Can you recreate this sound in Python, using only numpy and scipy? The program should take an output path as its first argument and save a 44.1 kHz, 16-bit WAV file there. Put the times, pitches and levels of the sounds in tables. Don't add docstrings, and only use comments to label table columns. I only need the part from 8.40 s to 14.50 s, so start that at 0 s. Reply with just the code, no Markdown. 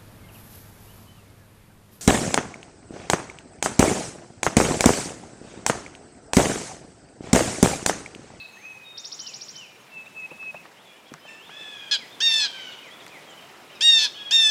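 import sys
import numpy as np
from scipy import signal
from scipy.io import wavfile
from scipy.ndimage import uniform_filter1d

SR = 44100
rng = np.random.default_rng(int(sys.argv[2]) if len(sys.argv) > 2 else 0)


def dump(signal):
    limited = np.clip(np.atleast_2d(signal).T, -1, 1)
    pcm = np.round(limited * 32767).astype(np.int16)
    wavfile.write(sys.argv[1], SR, pcm)


def ratio(d):
    e = np.asarray(d, float) / 20
    return 10 ** e


N = 269010
CUT_S = 2.25


def rms_one(x):
    return x / np.sqrt(np.mean(np.abs(x) ** 2) + 1e-20)


def band(x, low_hz, high_hz):
    return signal.sosfilt(signal.butter(2, [low_hz, min(high_hz, .45 * SR)], "band", fs=SR, output="sos"), x)


def drift(n, rate_hz):
    r = np.exp(-2 * np.pi * rate_hz / SR)
    return rms_one(signal.lfilter([1], [1, -2 * r, r * r], rng.standard_normal(n + 9000))[9000:])


def unfold(rows, fade_s):
    s, *columns = np.transpose(rows)
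    at = np.arange(max(round(s[0] * SR), 0), min(round(s[-1] * SR), N))
    t = at / SR
    rise = t - s[0] + (s[0] <= 0)
    fall = (s[-1] - t) / 4 + (at[-1] >= N - 2)
    gate = np.clip(np.minimum(rise, fall) / fade_s, 0, 1)
    return at, gate, [np.interp(t, s, c) for c in columns]


# t/s, pitch f/Hz, effort as level of the ringing fourth partial/dB
NEAR_YELPS = [
    [(3.511, 849, -26), (3.525, 842, -21), (3.54, 827, -24), (3.56, 783, -26), (3.57, 746, -36)],
    [(3.8035, 940, -28), (3.82, 935, -24), (3.86, 921, -17.5), (3.925, 892.4, -22.5), (3.985, 881.5, -23),
     (4.03, 847, -26.5), (4.058, 817, -30), (4.078, 747, -40)],
    [(5.4075, 950, -25.5), (5.425, 932.5, -22), (5.45, 937.8, -15.5), (5.5, 928.4, -11.5),
     (5.532, 916, -16.5), (5.57, 899.5, -13.5), (5.6, 877.6, -25), (5.645, 867.7, -22), (5.676, 788, -34.5)],
    [(5.9085, 956, -27.5), (5.925, 935, -20), (5.95, 921.6, -15), (5.975, 906, -16.5), (6.005, 905, -12.5),
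     (6.025, 889, -20), (6.06, 874.7, -15.5), (6.1, 868, -18.5)],
]
# slow throb from t/s, fast throb from t/s, level/dB of partials 1-3,
# of the clear fifth partial, of the upper partials
NEAR_BREAKS = [(3.5, 3.5, -30.5, -33, -26), (3.9, 4.0, -29, -32.5, -29), (5.581, 5.58, -29, -32.5, -27),
               (6.097, 6.097, -30, -40.5, -26.5)]
NEAR_SCOOP = [0, .25, .25, .25]
NEAR_THROAT = [-21, 0, 6, 0, 0, 0, -9, -13, -19, -23, -27, -29, -32, -35, -48, -60]


def near_hen():
    clear_rasp, onset_rasp, onset_s = .04, .5, .032
    slow_rasp, break_rasp, growth_per_s, break_s = .3, .4, 2.2, .02
    slow_throb_hz, fast_throb_hz = 70, 225
    low_follows, raspy_fifth_db = .34, -25.5
    open_s, open_low_db, open_fifth_db = .014, -4.5, -32
    close_s, close_db = .021, -13
    notes, depth, rate = [], np.zeros(N), np.full(N, float(fast_throb_hz))
    for rows, breaks, scoop in zip(NEAR_YELPS, NEAR_BREAKS, NEAR_SCOOP):
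        slow_s, fast_s, low_db, fifth_db, upper_db = breaks
        at, _, (pitch, effort_db) = unfold(rows, 1)
        t = at / SR
        age, left = t - t[0], t[-1] - t

        broken = np.clip((t - slow_s) / break_s + .5, 0, 1)
        first_rasp = max(break_rasp, slow_rasp * (fast_s > slow_s))
        raspy = np.where(t < fast_s, slow_rasp, first_rasp + growth_per_s * (t - fast_s))
        onset = onset_rasp * (scoop > 0) * np.clip(1 - age / onset_s, 0, 1)
        depth[at] = np.maximum(clear_rasp + onset, broken * raspy)
        rate[at[(t > slow_s - break_s) & (t < fast_s)]] = slow_throb_hz

        shut = np.clip(1 - age / open_s, 0, 1) * (scoop > 0)
        closing_db = close_db * np.clip(1 - left / close_s, 0, 1) * (at[-1] < N - 2)
        fed = np.clip((t - fast_s) / break_s + .5, 0, 1)
        lows_db = low_db + low_follows * (effort_db + 20) + open_low_db * shut + closing_db / 2
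        fifths_db = fifth_db + fed * (raspy_fifth_db - fifth_db) + open_fifth_db * shut + closing_db
        notes.append(np.transpose([t, pitch, lows_db, effort_db, fifths_db, upper_db + closing_db]))
    return hen(notes, NEAR_SCOOP, NEAR_THROAT, depth, rate, loose=.7, fade_s=.0015, third_db_per_hz=.1)


# t/s, pitch f/Hz, level/dB
FAR_YELPS = [
    [(2.855, 850, -55), (2.89, 897.6, -47), (2.94, 889, -48), (2.985, 854, -54)],
    [(3.095, 677, -49), (3.112, 831, -52.5), (3.2, 877.5, -46), (3.3, 851.5, -49), (3.4, 824, -48),
     (3.51, 797, -51)],
    [(4.075, 805, -48), (4.14, 778.5, -49), (4.2, 771.4, -48.5), (4.3, 734, -50), (4.35, 718, -53)],
    [(5.755, 806, -54), (5.78, 838, -51), (5.91, 822.3, -46.5), (6.0, 822, -56), (6.08, 770, -57)],
]
# level/dB of partial 4, partial 5 and upper partials over partials 1-3
FAR_FACING = [(-12.5, -26, -10.5), (3.5, -24, -11.5), (6.5, -7, -5), (8.5, -28, -17)]
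# t/s, rasp depth [0-1]
FAR_RASP = [(2.9, .25), (3.2, .4), (3.5, .6), (4.07, .55), (4.35, .5), (5.7, .12)]
FAR_THROAT = [-38, 0, 2, 0.1, 0.1, 4, -3, -2, -7, -8.5]


def far_hen():
    notes = [[(s, hz, db, db + fourth, db + fifth, db + upper) for s, hz, db in rows]
             for rows, (fourth, fifth, upper) in zip(FAR_YELPS, FAR_FACING)]
    depth = np.interp(np.arange(N) / SR, *np.transpose(FAR_RASP))
    throb_hz = np.full(N, 90.)
    return hen(notes, np.zeros(len(notes)), FAR_THROAT, depth, throb_hz, loose=.68, fade_s=.0034)


STIFF = [0.22, 0.58, 0.7]


def hen(notes, scoops, throat, rasp_curve, throb_curve, loose, fade_s, third_db_per_hz=0):
    scoop_s, brighten_db, brighten_s = .0095, -8, .011
    ring_hz, ring_width_hz, ring_db = 947, 30, -14
    out = np.zeros(N)
    for rows, scoop in zip(notes, scoops):
        at, gate, (pitch, *levels_db) = unfold(rows, fade_s)
        n = len(at)
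        t = np.arange(n) / SR
        pitch = uniform_filter1d(pitch, size=500) * (1 - scoop * np.exp(-t / scoop_s))
        phase = 2 * np.pi * np.cumsum(pitch) / SR
        beat = 2 * np.pi * np.cumsum(throb_curve[at] * (1 + .265 * drift(n, 37.3))) / SR
        waking_db = brighten_db * np.exp(-t / brighten_s)

        groups = np.zeros((4, n))
        for k, throat_db in enumerate(throat, 1):
            reach = STIFF[k - 1] if k < 4 else np.clip(k / 5, 1, 1.6)
            rasp = np.minimum(rasp_curve[at] * reach + .0008 * k * k, .9)
            jitter = drift(n, 360.0) + 1j * drift(n, 280.0)
            shake = np.sqrt(2) * np.exp(1j * k) * np.cos(beat + k) + loose * reach * jitter
            shaken = np.sqrt(1 - rasp ** 2) + rasp * rms_one(shake)
            partial = shaken * np.exp(1j * (k * phase + k * k))
            fading = 1.2 if k < 4 else .6 if k < 6 else 2 if k < 7 else 4 if k < 9 else 5
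            level_db = throat_db + fading * drift(n, 13)
            if k == 3:
                level_db = level_db + third_db_per_hz * np.minimum(pitch - 900, 0)
            if k > 7:
                level_db = level_db + waking_db
            groups[np.searchsorted([3, 4, 5], k)] += ratio(level_db) * partial.imag
        groups /= np.sqrt(uniform_filter1d(groups ** 2, size=1500) + 1e-12)

        ring = rms_one(band(rng.standard_normal(n), ring_hz - ring_width_hz, ring_hz + ring_width_hz))
        groups[0] += ratio(ring_db) * uniform_filter1d(rasp_curve[at], size=900) * ring
        air = rms_one(band(rng.standard_normal(n), 4800, 7000))
        groups[3] += scoop * 5 * np.exp(-t / .0042) * air
        out[at] += gate * np.sum(ratio(levels_db) * groups, axis=0)
    return out


# t/s, f/Hz, level/dB rms
PHRASES = [
    [(2.8, 2900, -64), (2.84, 3110, -56), (2.872, 3100, -52), (2.9, 2090, -48)],
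    [(2.9, 2640, -65), (2.93, 2560, -58), (3.0, 2750, -51.5), (3.058, 3530, -55), (3.09, 3650, -50)],
    [(.168, 1753, -50.5), (.21, 2200, -56), (.235, 2450, -48), (.262, 2520, -38)],
    [(1.515, 2674, -53), (1.575, 2638, -38), (1.612, 2600, -42), (1.645, 2630, -56)],
]
# start t/s, length t/s, f/Hz, first level/dB rms, last level/dB rms
HELD = [(0.0, 0.061, 2590, -41, -42), (0.26, 0.197, 2534, -44, -47.5), (1.765, .095, 2585, -39, -35),
        (2.005, .103, 2580, -40, -33.5), (0.46, .19, 3703, -47, -49), (0.136, 0.054, 6400, -61, -62),
        (.212, .15, 6260, -55.5, -71), (1, 0.038, 2390, -53, -58), (1.3, 0.064, 2400, -59, -55),
        (2.5, 0.17, 2385, -63, -60)]
# t/s, level/dB rms
FLIPS = [(1.657, -43), (1.9, -42.5), (2.15, -40)]
# t/s after onset, f/Hz, level/dB
FLIP = [(0, 2270, -15), (.01, 2532, -0.5), (.021, 2740, -2), (.04, 2560, -19)]
# t/s, level/dB rms
DROPS = [(.79, -47.5), (1.13, -46.5)]
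# t/s after onset, f/Hz, level/dB
DROP = [(0, 3104, -8), (.07, 3025, 1.5), (.108, 2630, 0.1), (.15, 2245, -11)]
# t/s after onset, f/Hz, level/dB
LOW_SLUR = [(0, 2560, 0), (.036, 2220, 0), (.074, 1840, 0)]
# t/s after onset, f/Hz, level/dB
HIGH_SLUR = [(0, 3900, 0), (.016, 3480, 0), (.036, 3000, 0)]
# start t/s, length t/s, first f/Hz, last f/Hz, level/dB rms
GLIDES = [(1.4, .03, 6480, 6450, -65), (1.655, .02, 3900, 3300, -58), (1.471, 0.0694, 2510, 1944, -60),
          (1.79, 0.055, 2350, 1900, -58), (2.358, .075, 2740, 3890, -59), (2.452, 0.06, 3530, 3260, -55.5),
          (2.518, 0.087, 2740, 3180, -60), (2.793, .025, 5090, 5140, -62), (4.387, 0.053, 2920, 3320, -54),
          (4.509, 0.041, 3200, 3560, -48.5), (4.871, .09, 3300, 2840, -53.5),
          (4.974, 0.041, 3140, 2750, -50), (5.333, 0.059, 2690, 2390, -54), (5.35, .022, 5160, 5200, -56),
          (5.35, .035, 3880, 3640, -54)]
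# start t/s, length t/s, first f/Hz, top f/Hz, last f/Hz
ARCHES = [(2.651, 0.062, 3110, 3480, 2540), (3.7, 0.064, 3320, 3680, 3320),
          (4.472, 0.027, 5910, 7500, 7350), (4.9, .019, 5880, 7450, 7100), (5.007, .038, 3010, 3200, 2980),
          (5.299, 0.055, 2780, 3190, 2560), (5.741, .06, 2900, 3130, 2580)]
ARCHES_DB = [-57.5, -50, -60, -54, -55, -53, -47]


def songbirds():
    sag, swell_s, edge_s, edge_db = .012, .022, .009, -14
    slur_every_s = .2845
    low_slurs = [(3.575 + slur_every_s * k, -47 - .5 * k) for k in range(5)]
    high_slurs = [(4.315 + slur_every_s * k, -49 - k) for k in range(2)]
    notes = list(PHRASES)
    for s, length, hz, first_db, last_db in HELD:
        high, low, end = hz * (1 + sag), hz * (1 - sag), s + length
        notes.append([(s - swell_s, high, first_db + edge_db), (s, high, first_db),
                      (end, low, last_db), (end + edge_s, hz, last_db + edge_db)])
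    for events, figure in ((FLIPS, FLIP), (DROPS, DROP), (low_slurs, LOW_SLUR), (high_slurs, HIGH_SLUR)):
        notes += [[(s + dt, hz, db + d) for dt, hz, d in figure] for s, db in events]
    for s, length, first, last, db in GLIDES:
        notes.append([(s, first, db), (s + length, last, db)])
    for (s, length, first, top, last), db in zip(ARCHES, ARCHES_DB):
        notes.append([(s, first, db), (s + length / 2, top, db), (s + length, last, db)])
    return whistles(notes, flutter_db=1.34)


def whistles(notes, flutter_db):
    out = np.zeros(N)
    for rows in notes:
        at, gate, (hz, level_db) = unfold(rows, .0022)
        phase = 2 * np.pi * np.cumsum(uniform_filter1d(hz, size=200)) / SR
        level = ratio(level_db + flutter_db * drift(len(at), 39.0))
        out[at] += gate * np.sqrt(2) * level * np.sin(phase)
    return out


# t/s after onset, f/Hz, level/dB
ARCH = [(-.004, 2990, -12), (.002, 4825, -4.5), (.008, 5696, 0.3), (0.01, 5700, -3), (0.013, 3520, 4.5)]
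# t/s after onset, f/Hz, level/dB
CLIMB = [(0.011, 5540, -13), (0.02, 5740, -8), (.028, 6720, -9.5), (.04, 7250, -21), (0.053, 7970, -27)]


def trill():
    start_s, every_s, syllables = .5753, .0728, 9
    loudest_db, peak, arc_db = -23.5, 2.67, .24
    out = np.zeros(N)
    for k, tune in enumerate(1 + .011 * rng.standard_normal(syllables)):
        s = start_s + every_s * k
        db = loudest_db - arc_db * (k - peak) ** 2 - 5
        for part in (ARCH, CLIMB):
            rows = [(s + dt, hz * tune, db + d) for dt, hz, d in part]
            at, gate, (hz, level_db) = unfold(rows, .00054)
            out[at] += gate * ratio(level_db) * np.sin(2 * np.pi * np.cumsum(hz) / SR)
    return out


# t/s, peak level/dB,
# centre f/Hz, tick level/dB, thud level/dB
KNOCKS = [(1.914, -32, 540, -44, -53.5), (2.028, -38.5, 1060, -50, -63), (2.144, -29.5, 667, -55, -53),
          (2.254, -36.5, 1035, -63, -69), (2.718, -32, 303, -53, -51), (2.739, -29.5, 1080, -25, -47.5),
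          (2.852, -37, 690, -49, -61), (3.093, -35.5, 1130, -59, -59.5), (3.209, -40.5, 560, -41, -58),
          (4.665, -35, 1460, -27, -69), (4.68, -45, 305, -29, -62)]


def knocks():
    out, t = np.zeros(N + 4000), np.arange(4000) / SR
    for s, db, hz, tick_db, thud_db in KNOCKS:
        noise = rng.standard_normal((2, 4000))
        body = band(noise[0] * np.exp(-t / .0057), hz * .66, hz * 1.44)
        tick = band(noise[1] * np.exp(-t / .00091), 2600, 7700)
        thud = np.sin(2 * np.pi * 160 * t) * np.exp(-t / .022)
        at = round(s * SR)
        out[at:at + 4000] += ratio(db) * body / np.abs(body).max()
        out[at:at + 4000] += ratio(tick_db - 2.5) * tick + ratio(thud_db + 6) * thud
    return out[:N]


def old_tail():
    return ratio(-47.0 - 90 * np.arange(N) / SR) * rms_one(band(rng.standard_normal(N), 3780, 4360))


def wood(x, dull_hz, t60):
    t = np.arange(SR) / SR
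    tail = rng.standard_normal(SR) * ratio(-60 * t / t60) * np.clip(t / .0093, 0, 1)
    tail = band(tail, 660, dull_hz)
    return signal.fftconvolve(x, tail / np.sqrt(np.sum(tail ** 2)))[:N]


# f/Hz, level/dB per Hz
AIR = [(15, -58), (25, -24), (169, 3.5), (399, -2.5), (523, 17), (582, 0), (741, 1.5), (1170, -3),
       (2010, -4.5), (2170, -4), (3000, -8.5), (4620, -13.5), (6380, -16), (15500, -26)]
# t/s, level/dB
BREEZE = [(0, -1), (1.3, -1), (1.75, 0.5), (2.25, 0.4), (2.27, -4), (2.8, -4), (3.66, -0.05), (4.4, -0.1),
          (4.74, 1), (5.18, -0.2), (6.1, -1.2)]
# level/dB of rumble, leaves, far chorus, hiss
BED_BEFORE_DB = [-60.5, -54, -56.5, -62]
BED_AFTER_DB = [-60.5, -50, -53, -60]


def bed():
    t = np.arange(N) / SR
    parts, edges = np.zeros((4, N)), 22 * 2 ** np.arange(0, 10.5, .5)
    white, together = rng.standard_normal((2, N)), drift(N, 3.9)
    air_hz, air_db = np.transpose(AIR)
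    for k, (low, high) in enumerate(zip(edges, edges[1:])):
        level_db = np.interp(np.log(np.sqrt(low * high)), np.log(air_hz), air_db)
        flicker = np.repeat(drift(N // 16 + 1, 400.0), 16)[:N]
        gain = ratio(level_db + .2 * together + 1.43 * flicker)
        parts[np.searchsorted([240, 1500, 4500], low)] += gain * band(white[k % 2], low, high)
    woods = np.zeros(N)
    for before_db, after_db, part in zip(BED_BEFORE_DB, BED_AFTER_DB, parts):
        woods += ratio(np.where(t < CUT_S, before_db, after_db)) * rms_one(part)
    return ratio(np.interp(t, *np.transpose(BREEZE)) + .5) * woods


def scene():
    t = np.arange(N) / SR
    near, far, song, rattle = near_hen(), far_hen(), songbirds(), trill()
    early = t < CUT_S
    clear = ratio(np.where(t < 1.45, -8, -15)) * song * early
    first = early * wood(clear + ratio(-11) * rattle, 8600, t60=.85)
    second = wood(ratio(-7.0) * (far + song * ~early) + ratio(-25.5) * near, 9400, t60=.85)
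    brush = wood(ratio(-15.0) * near, 19000, t60=.22)
    return (near + far + song + rattle + old_tail() + first + second + brush + knocks() + bed())[None]


def low_pass(x):
    return signal.sosfilt(signal.butter(12, 15700, fs=SR, output="sos"), x)


def record(dry):
    mix = signal.sosfilt(signal.butter(1, 60, "high", fs=SR, output="sos"), dry)
    return low_pass(mix)


dry = scene()
out = record(dry)
dump(out)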